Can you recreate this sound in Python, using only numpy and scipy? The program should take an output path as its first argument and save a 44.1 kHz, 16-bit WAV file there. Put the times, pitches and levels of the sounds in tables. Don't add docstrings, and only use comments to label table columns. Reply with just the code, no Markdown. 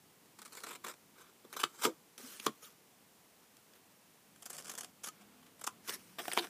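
import sys
import numpy as np
from scipy import signal
from scipy.fft import rfft, irfft
from scipy.io import wavfile

SR = 44100
rng = np.random.default_rng(int(sys.argv[2]) if len(sys.argv) > 2 else 0)


def ratio(d):
    e = np.asarray(d, float) / 20
    return 10 ** e


def wav_out(sig):
    wavfile.write(sys.argv[1], SR, np.round(np.clip(np.atleast_2d(sig).T, -1, 1) * 32767).astype(np.int16))


N = 286209


def rms_one(x):
    return x / np.sqrt(np.mean(x ** 2) + 1e-20)


def in_time(rows, outside=None):
    s, *columns = np.transpose(rows)
    t = np.arange(N) / SR
    return np.array([np.interp(t, s, column, outside, outside) for column in columns])


def drift(per_s, size):
    points = rng.standard_normal(int(size * per_s / SR) + 2)
    return np.interp(np.arange(size) * per_s / SR, np.arange(len(points)), points) * 1.22


def resonate(x, modes):
    out = 0
    for k, (hz, width_hz, db) in enumerate(modes):
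        r = np.exp(-np.pi * width_hz / SR)
        zeros = [(1 - r * r) / 2, 0, (r * r - 1) / 2]
        poles = [1, -2 * r * np.cos(2 * np.pi * hz / SR), r * r]
        out = out + (-1) ** k * ratio(db) * signal.lfilter(zeros, poles, x)
    return out


def ring(hz, t60, size):
    t = np.arange(size) / SR
    return np.sin(2 * np.pi * hz * t) * ratio(-60 * t / t60)


def burst(s, rise_ms, fall_ms):
    at = np.arange(max(round((s - .07) * SR), 0), min(round((s + .08) * SR), N))
    ms = (at / SR - s) * 1000
    rise = np.exp(-1.2 * (ms / max(rise_ms, .3)) ** 2)
    fall = np.exp(-(np.abs(ms) / max(fall_ms, .3)) ** 1.6)
    return at, np.where(ms < 0, rise, fall)


# frequency in Hz, level in dB per Hz.
HISS = [(15, -48), (25, -24), (75, -19.5), (91, -19), (214, -3.5), (320, -11), (454, -5), (548, -9.5),
        (938, -9), (1440, -13.5), (2670, -14), (3690, -16.5), (15300, -18)]


def hiss():
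    hz, db = np.transpose(HISS)
    bins = np.maximum(np.fft.rfftfreq(N, 1 / SR), 1)
    colour = ratio(np.interp(np.log(bins), np.log(hz), db))
    return ratio(-64.5) * rms_one(irfft(rfft(rng.standard_normal(N)) * colour, N))


# time in seconds, level in dB.
RUMBLE = [(0, -72), (3.9, -75.5), (4.6, -70), (5.2, -71.5), (5.8, -67.5), (6.49, -71)]
# time in seconds, firing rate in Hz, level in dB, favoured pitch in Hz.
ENGINE = [
    (4.3, 73.7, -100, 150),
    (4.6, 77.5, -74, 160),
    (4.9, 81, -75, 246),
    (5.1, 81.7, -72, 189),
    (5.22, 82, -65, 204),
    (5.45, 84.9, -68.5, 254),
    (5.65, 90, -82, 241),
    (6.1, 95.3, -66.5, 207),
    (6.49, 96, -69, 200),
]
FAVOURED_WIDTH_HZ, ELSEWHERE_DB, ORDER_SWAY_DB = 36, -20, 2


def street():
    hz, level_db, favoured_hz = in_time(ENGINE)
    turns = 2 * np.pi * np.cumsum(hz) / SR
    engine = 0
    for order in (1, 2, 2.5, 3):
        off_favoured = (order * hz - favoured_hz) / FAVOURED_WIDTH_HZ
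        path_db = ELSEWHERE_DB * (1 - np.exp(-off_favoured ** 2))
        sway_db = ORDER_SWAY_DB * drift(7, size=N)
        engine = engine + np.sqrt(2) * ratio(level_db + path_db + sway_db) * np.sin(order * turns)
    on = np.arange(N) > ENGINE[0][0] * SR
    rumble = resonate(rng.standard_normal(N), [(102.6, 39, -2.5), (177.0, 45, 4.0), (312, 82, 0.5)])
    return on * engine + ratio(in_time(RUMBLE)[0]) * rms_one(rumble)


# peak in seconds, rise in ms, fall in ms, level in dB.
NIBBLING = [(0.257, 1, 4, -67), (0.389, 2, 6.9, -54.5), (0.418, 1, 1.6, -51.5), (0.424, 3.8, 4.7, -54),
            (0.451, 0.91, 2.4, -55), (0.458, 3, 6.4, -53), (0.479, 1.2, 2.8, -56.5), (0.525, 2.3, 16, -56),
            (0.552, 2.3, 2.7, -53), (0.572, 1.5, 4.8, -51), (0.59, 23, 5, -56), (0.605, 1, 2, -56)]
FIRST_CUT = [(0.637, 1.2, 2.6, -40.5), (0.642, 5.1, 6.1, -47), (0.668, 3.2, 5.6, -44.5),
             (0.686, 5.3, 10, -48.5), (0.713, 9.7, 9.9, -49.5), (0.733, 4, 5.6, -49),
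             (0.755, 4.9, 6.6, -51.5), (0.847, 4.6, 4.6, -42.5), (0.868, 2.8, 1.3, -45),
             (0.883, 1.4, 5, -43.5), (0.875, 10, 3.2, -48), (0.899, 8.4, 5.7, -47.5), (0.914, 4, 5, -52),
             (0.94, 3, 0.9, -56), (1.183, 3, 16, -62), (1.215, 7.7, 8.4, -58.5)]
SECOND_CUT = [(1.528, 0.72, 4.6, -46), (1.538, 0.87, 3.8, -49), (1.566, 1.4, 8.5, -42),
              (1.593, 1.4, 8, -43.5), (1.604, 6, 8.5, -43), (1.619, 8, 1.8, -46), (1.6345, 1.1, 3.3, -34.5),
              (1.646, 3, 9.9, -50), (1.75, 12, 13, -60), (1.799, 11, 13, -52), (1.823, 7.1, 14, -41.5),
              (1.845, 9.4, 5.9, -31), (1.8535, 2.9, 4.5, -28.5), (1.862, 4, 9.2, -43)]
THIRD_CUT = [(3.569, 1.1, 1.5, -64), (4.361, 1.4, 2.1, -62), (4.424, 0.7, 2.3, -54.5),
             (4.43, 1.5, 1.6, -59), (4.461, 4.3, 5.7, -51), (4.499, 1.1, 14, -56), (4.504, 1.7, 3.2, -47.5),
             (4.531, 1.7, 7.6, -51), (4.547, 2, 9.7, -54.5), (4.568, 1.7, 1.4, -51), (4.582, 2.6, 6.4, -50),
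             (4.591, 3.3, 4, -51), (4.601, 1.2, 2.8, -53), (4.609, 0.85, 2.7, -55.5), (4.624, 1.1, 1, -57),
             (4.646, 1, 1, -53), (4.658, 7.3, 2, -53), (4.669, 1, 4, -54), (4.681, 2.6, 4, -50.5),
             (4.697, 2.3, 4.3, -44), (4.717, 3.8, 4.5, -49.5), (4.738, 1, 2.5, -51), (4.752, 1.7, 3.2, -50),
             (4.778, 1, 3, -48), (4.783, 1.1, 5, -44.5), (4.808, 0.9, 5.1, -48.5), (4.835, 2.7, 3.4, -51),
             (4.846, 1.4, 2.3, -49)]
FOURTH_CUT = [(5.04, 3.8, 8.5, -47.5), (5.062, 4.6, 3.2, -49.5), (5.074, 4.6, 5.4, -47),
              (5.086, 1.5, 2.4, -43.5), (5.596, 3, 4, -61), (5.614, 1.9, 3.6, -50), (5.641, 1.8, 4.3, -44),
              (5.668, 1.5, 3, -49), (5.673, 3.1, 3.5, -38.5), (5.693, 9.3, 8.7, -67), (5.857, 14, 38, -63),
              (5.885, 10.2, 7.4, -48), (5.897, 8.8, 6.5, -42), (5.944, 36, 11, -50)]
# peak in seconds, rise in ms, fall in ms, level in dB.
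REOPENING = [
    (2.179, 0.56, 3.9, -50),
    (2.399, 0.62, 2.1, -49.5),
    (2.463, 33, 3, -53.5),
    (2.4652, 2.1, 1.3, -34),
    (2.468, 1, 1.7, -39),
    (2.63, 7.2, 27, -61),
    (2.67, 11, 10, -64),
    (2.705, 2, 1, -67),
]
# peak in seconds, rise in ms, fall in ms, level in dB.
TURNING = [(6.1852, 0.3, 13.8, -41), (6.255, 0.94, 2.6, -47), (6.281, 0.84, 2.9, -37),
           (6.324, 3.8, 1.3, -45), (6.333, 1.1, 2.3, -41), (6.3695, 1.6, 3.5, -37), (6.379, 2.6, 2.9, -36),
           (6.387, 3.1, 6.7, -37), (6.426, 3.7, 18, -47.5), (6.447, 6.7, 3.3, -45), (6.47, 1, 1.7, -51)]
# peak in seconds, rise in ms, fall in ms, level in dB.
FLEXES = [(1.451, 5, 2.4, -60), (1.553, 0.92, 3.7, -60), (1.852, 3.4, 6, -42), (1.872, 17, 16, -49),
          (2.197, 1.1, 5.1, -58.5), (2.399, 0.55, 2.2, -52.5), (2.478, 0.76, 1.8, -46.5),
          (2.494, 9.5, 2.7, -55.5), (6.195, 6.8, 7.2, -50), (6.379, 4, 3.9, -40), (6.41, 14, 7.8, -57.5),
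          (6.447, 7.7, 3.6, -57)]
# peak in seconds, rise in ms, fall in ms, level in dB.
SETTLING = [
    (3.435, 10, 12, -70),
    (3.736, 1.4, 2.4, -62),
    (3.76, 8.8, 8, -66),
    (5.213, 6, 11, -62.5),
    (5.43, 4, 4, -66),
    (5.466, 2.4, 4, -62),
]
# table of slips, steel level in dB and belly level in dB, both relative to the card.
STROKES = [
    (NIBBLING, 1.1, -9.5),
    (FIRST_CUT, -2.3, -7),
    (SECOND_CUT, -1, -14),
    (REOPENING, 2.5, -5.5),
    (THIRD_CUT, 3.7, -5.5),
    (FOURTH_CUT, 2.8, -7.5),
    (TURNING, -6.5, -7.5),
    (FLEXES, -6, 7.2),
    (SETTLING, -4, -3),
]


def fibres(per_s, spread_db):
    sizes = ratio(spread_db * np.minimum(rng.exponential(1, N), 5)) * rng.choice([-1, 1], N)
    breaks = rms_one(sizes * (rng.random(N) < per_s / SR))
    for slips, *_ in STROKES:
        for s, rise_ms, *_ in slips:
            if rise_ms < 1.7:
                at = round(s * SR)
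                breaks[at] = ratio(11) * np.sign(sizes[at])
    return breaks


# steel level in dB, belly level in dB, then pressure as pairs of time in seconds and level in dB.
RUBBING = [
    (5, -2, [(0.37, -85), (0.618, -65), (0.748, -84), (0.97, -80)]),
    (-7, -8, [(1.15, -70), (1.3, -68)]),
    (4, 0, [(1.5, -71.5), (1.738, -73), (1.862, -64), (1.95, -84)]),
    (4, -8, [(2.178, -62.5), (2.23, -59.5), (2.354, -58), (2.462, -76.5), (2.73, -72.5)]),
    (-3, 3, [(3.38, -90), (3.8, -79)]),
    (1.5, 1.5, [(4.4, -78), (4.678, -64.5), (4.834, -67), (4.9, -75)]),
    (-13, -2, [(5.02, -75), (5.228, -70.5), (5.5, -76), (5.9, -76)]),
    (2, -7, [(5.9, -67), (6.186, -71)]),
    (3.5, -2.5, [(6.186, -57.5), (6.248, -59), (6.362, -54), (6.434, -61), (6.49, -68)]),
]


def strain():
    power = np.zeros((3, N))
    for steel_db, belly_db, pressure in RUBBING:
        share_db = np.array([[0], [steel_db], [belly_db]])
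        power += ratio(2 * (in_time(pressure, outside=-150) + share_db))
    for slips, steel_db, belly_db in STROKES:
        share_db = np.array([[0], [steel_db], [belly_db]])
        for s, rise_ms, fall_ms, db in slips:
            at, shape = burst(s, rise_ms, fall_ms)
            power[:, at] += ratio(2 * (db + share_db)) * shape
    return np.sqrt(power)


GRIPS = [0, 1.1, 2.05, 4.2, 5.8, 6.15]
# frequency in Hz, width in Hz, then level in dB in grips 1 to 6.
CARD = [(986, 490, 5, 5.5, -6.5, -2.5, -3, -0.5), (1385, 523, 5.5, 5, 3, -0.5, 0.5, 2),
        (1810, 165, 3, -2, 3.5, -2, 1.5, 3), (2250, 440, -0.5, -3.5, -1.5, -7, -2, -3),
        (3150, 550, 2.5, 2, 4.5, -0.5, 1, 2), (3630, 1010, 1, 1, 1.5, -6, -3, -2.5),
        (1120, 43, -19, -4, 0, -9, -11, -17), (1570, 47, -5, 3.5, -6, -12, -7, -6)]
STEEL = [(4290, 590, 1, -1, 4, -4, 4.5, 0), (5030, 1140, -3.5, -2.5, 3, -1.5, 3, 1.5),
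         (6300, 1460, -4, -2, 3, -1, 1.5, -0.5), (7390, 810, 2.5, 2.5, 5, 3.5, 3, 2.5),
         (9230, 3500, -3.5, -4, 1.5, -3, 2.5, 0.5), (11620, 3200, -3.5, -3, 2.5, -3, 3, 1.5),
         (14300, 2800, -9, -7.5, -0.5, -12.5, -1, -2), (6250, 66, -6, 6, -3, 1, -7, -6),
         (7430, 55, 0, 4.5, -3, 4, -4, -6), (3144, 66, -4, 5, -5, 1, -6, -9)]
BELLY = [(206, 97, -6.5, -3.5, 1, -6, -0.5, -9.5), (339, 104, 2.5, 3.5, 3.5, -4, 5, 4.5),
         (434, 178, 1.5, 0.5, 2.5, -3, 1.5, 1.5), (720, 81, -2.5, -7.5, -23, 0.5, -4.5, 3.5)]


def tearing(breaks):
    out = np.zeros(N)
    edges = [round(s * SR) for s in GRIPS] + [N]
    for pull, body in zip(strain(), (CARD, STEEL, BELLY)):
        force = pull * breaks
        for grip, (start, end) in enumerate(zip(edges, edges[1:])):
            modes = [(hz, width_hz, db[grip]) for hz, width_hz, *db in body]
            scale = np.linalg.norm(resonate(signal.unit_impulse(SR // 10), modes))
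            for k, mode in enumerate(modes):
                met = ratio(1.2 * drift(55, size=end - start))
                out[start:end] += (-1) ** k * resonate(force[start:end] * met, [mode]) / scale
    return out


# time in
# seconds, peak in dB, pitch in Hz.
CRACKS = [(0.3893, -46, 1210), (0.4186, -41, 7280), (0.4226, -43, 1640), (0.4579, -45, 7490),
          (0.5531, -38, 7190), (0.573, -43, 1390), (0.6043, -39, 4440), (0.668, -36, 1420),
          (0.7015, -43, 3190), (0.8475, -33, 1320), (0.8646, -36, 1160), (0.8689, -35, 1210),
          (0.8821, -37, 1120), (0.8983, -37, 1250), (1.5242, -52, 8530), (1.5373, -37, 2330),
          (1.5404, -45, 1030), (1.5523, -43, 2300), (1.552, -46, 12000), (1.5687, -32.5, 1030),
          (1.5984, -32, 3450), (1.6028, -34, 3060), (1.6337, -29, 1160), (1.8108, -44, 8440),
          (1.8229, -30, 7620), (1.8404, -27, 1120), (1.8622, -27, 1030), (2.1991, -49, 1160),
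          (2.3988, -34.5, 2710), (2.4525, -42, 7750), (2.4655, -24, 6200),
          (3.5688, -46, 7800), (3.7366, -48, 5300), (4.4227, -40, 11240), (4.4263, -39, 9560),
                      (4.4301, -39, 7450), (4.4571, -36, 8910), (4.461, -35, 5990), (4.4994, -39, 8100),
                      (4.5035, -30, 11670), (4.5093, -34, 9600), (4.5625, -43, 10250), (4.5685, -39, 9430),
                      (4.5799, -38, 7620), (4.6243, -40, 5470), (4.6705, -41, 7410), (4.716, -41, 1340),
                      (4.7423, -48, 1030), (4.7541, -35, 7360), (4.7833, -37, 9430), (4.787, -31, 6850),
                      (4.8094, -28, 6630), (4.8466, -37, 3300), (5.0405, -31, 7920), (5.0734, -34.5, 1200),
                      (5.0858, -31, 5560), (5.4658, -50, 3400), (5.6168, -39.5, 1150), (5.6424, -27, 7300),
                      (5.6464, -32, 7150), (5.6665, -33, 5340), (5.6697, -34, 7060), (5.8615, -48, 6160),
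                      (5.8866, -34.5, 1120), (5.8947, -28, 3400), (5.9085, -43, 1420), (6.1857, -34, 1160),
                      (6.2386, -46, 2280), (6.255, -35.5, 1290), (6.2918, -43, 1030), (6.317, -34, 1700),
                      (6.3237, -29, 3010), (6.3338, -24, 9300), (6.3362, -27, 8500), (6.363, -42, 8000),
                      (6.3695, -30, 1030), (6.3855, -28, 3530), (6.394, -29, 3880), (6.4307, -36, 3490),
                      (6.4434, -34, 1030), (6.4705, -40, 3270)]
CRACK_T60_S, CRACK_CYCLES, CRACK_TICK_DB = .0015, 3.5, -5


def cracks():
    size = SR // 50
    out = np.zeros(N + size)
    rows = CRACKS
    for (s, db, hz), sign in zip(rows, rng.choice([-1, 1], len(rows))):
        pulse = ring(hz, CRACK_T60_S + CRACK_CYCLES / hz, size=size)
        pulse = pulse / np.abs(pulse).max() - ratio(CRACK_TICK_DB) * signal.unit_impulse(size)
        at = round(s * SR)
        out[at:at + size] += sign * ratio(db) * pulse
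    return out[:N]


# peak in seconds, fall in ms, level in dB, pitch in Hz, width in Hz.
SQUEAKS = [(1.639, 2.4, -28.5, 3100, 600), (1.852, 2.4, -31.5, 3150, 400), (1.853, 2.3, -34, 12500, 1200),
           (2.4, 2.6, -45.5, 2830, 1200), (2.468, 2.25, -29.5, 3600, 500), (2.632, 10, -62, 6700, 400),
           (2.656, 6, -61, 11900, 500), (2.667, 7, -64, 14600, 500), (2.64, 9, -67, 9700, 500),
           (2.647, 7.1, -57, 3620, 250), (2.672, 10, -64, 7300, 400), (6.317, 0.91, -35, 2110, 915),
           (6.335, 1.4, -40, 8800, 1800), (6.3754, 0.59, -28.5, 2850, 1980), (6.387, 3.8, -34, 3630, 348),
           (6.393, 2.5, -38, 3780, 400), (0.58, 6.4, -56, 2200, 250), (0.53, 8, -56, 7550, 700),
           (0.64, 4, -51, 7500, 2500), (1.54, 5, -50.5, 2250, 300), (1.605, 11, -50, 3120, 250),
           (4.754, 3, -57, 3400, 300), (4.811, 3, -55, 3230, 300), (5.042, 4.9, -54, 3400, 300),
           (5.045, 7.4, -47, 7000, 900), (5.087, 2.7, -48, 6770, 1500), (5.887, 2.5, -50, 1060, 200),
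           (5.896, 3.3, -46, 3480, 500), (5.92, 12, -54, 1730, 150), (5.938, 8, -48, 5710, 300),
           (5.942, 5.5, -45, 11040, 800), (5.897, 3.6, -43, 12300, 2000), (4.812, 4.4, -53, 8000, 4000),
           (4.793, 3.5, -54, 7000, 3000), (6.325, 2.2, -44, 3100, 500)]


def squeaks(breaks):
    out = np.zeros(N)
    for s, fall_ms, db, hz, width_hz in SQUEAKS:
        at, shape = burst(s, 0.68 * fall_ms, fall_ms)
        scale = np.sqrt(np.pi * width_hz / SR / 2)
        out[at] += resonate(np.sqrt(shape) * breaks[at], [(hz, width_hz, db)]) / scale
    return out


# time in seconds, pop level in dB, pop pitch in Hz, cycles it rings, belly level in dB.
SNAPS = [
    (1.6382, -12.5, 1265, 11.8, -30),
    (5.6755, -18, 1160, 9.1, -46),
    (6.3751, -6, 990, 4.1, -39),
    (2.4661, -15, 1120, 13.3, -20),
    (1.8528, -11.5, 1245, 10.4, -22.5),
    (6.2812, -23, 760, 9.5, -36),
]
THUD_HZ = 421


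def snaps():
    size = SR // 4
    out = np.zeros(N + size)
    t = np.arange(size) / SR
    thud = ring(THUD_HZ, 0.025, size=size)
    thud += 0.43 * ring(THUD_HZ * 0.777, 0.048, size=size)
    thud += 0.17 * ring(144, 0.12, size=size)
    thud *= np.tanh(t / .001)
    for s, db, pop_hz, cycles, belly_db in SNAPS:
        pop = ring(pop_hz, cycles / pop_hz, size=size)
        pop += .03 * ring(pop_hz * .97, .07, size=size)
        pop += .5 * ring(pop_hz * 2.2, .004, size=size)
        at = round(s * SR)
        out[at:at + size] -= ratio(db) * pop * np.tanh(t / .0004) + ratio(belly_db) * thud
    return out[:N]


# peak in seconds, rise in ms, fall in ms, level in dB, pitch in Hz, glide in Hz per ms.
WOBBLES = [(1.651, 4, 11, -49, 342, 0), (1.875, 14, 8.1, -36.5, 466, 4.1),
           (1.874, 9.4, 10, -46.5, 235, -0.5), (1.895, 13, 17.4, -45.5, 335, -0.5),
           (1.905, 6, 7, -50, 507, 1), (1.877, 6, 8, -44, 935, -1), (2.245, 8, 10, -51.5, 253, 0.5),
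           (2.477, 2.3, 6.4, -38, 1100, 1), (2.632, 5, 9, -62, 1260, 3.1), (2.671, 6, 9.9, -61, 1270, -12),
           (5.088, 1.5, 6, -47, 1250, 0), (5.684, 3.4, 10, -48, 1005, 0.5), (6.381, 5, 8.3, -39, 440, 0),
           (6.383, 4, 10, -43, 723, 1), (6.404, 12, 20, -43.5, 344.5, 0)]


def wobbles():
    out = np.zeros(N)
    for s, rise_ms, fall_ms, db, hz, glide in WOBBLES:
        at, shape = burst(s, rise_ms, fall_ms)
        t = at / SR - s
        phase = 2 * np.pi * (hz + 500 * glide * t) * t
        out[at] += ratio(db) * np.sqrt(2 * shape) * np.sin(phase)
    return out


# delay in seconds, level in dB.
ECHOES = [(.0085, -17), (.0135, -21), (.0185, -23)]
ROOM_DB, ROOM_T60_S, WALL_CUT_HZ = -18, 0.17, 11300


def room(x):
    t = np.arange(SR // 3) / SR
    tail = rng.standard_normal(len(t)) * ratio(-60 * t / ROOM_T60_S) * (t > .006)
    answer = ratio(ROOM_DB) * tail / np.sqrt(np.sum(tail ** 2))
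    for s, db in ECHOES:
        answer[round(s * SR)] += ratio(db)
    answer = signal.sosfilt(signal.butter(1, WALL_CUT_HZ, fs=SR, output="sos"), answer)
    return signal.fftconvolve(x, answer)[:N]


def scene():
    breaks = fibres(per_s=9000, spread_db=3.2)
    near = tearing(breaks) + cracks() + squeaks(breaks) + snaps() + wobbles()
    no_bass = signal.butter(4, 188, "high", fs=SR, output="sos")
    near = signal.sosfilt(no_bass, near + room(near))
    return (hiss() + street() + near)[None]


def roll_off(x):
    return signal.sosfilt(signal.butter(12, 16310, fs=SR, output="sos"), x)


def record(dry):
    top_cut = signal.ellip(10, .5, 40, 15270, fs=SR, output="sos")
    mix = signal.sosfilt(top_cut, dry)
    return roll_off(mix)


dry = scene()
out = record(dry)
wav_out(out)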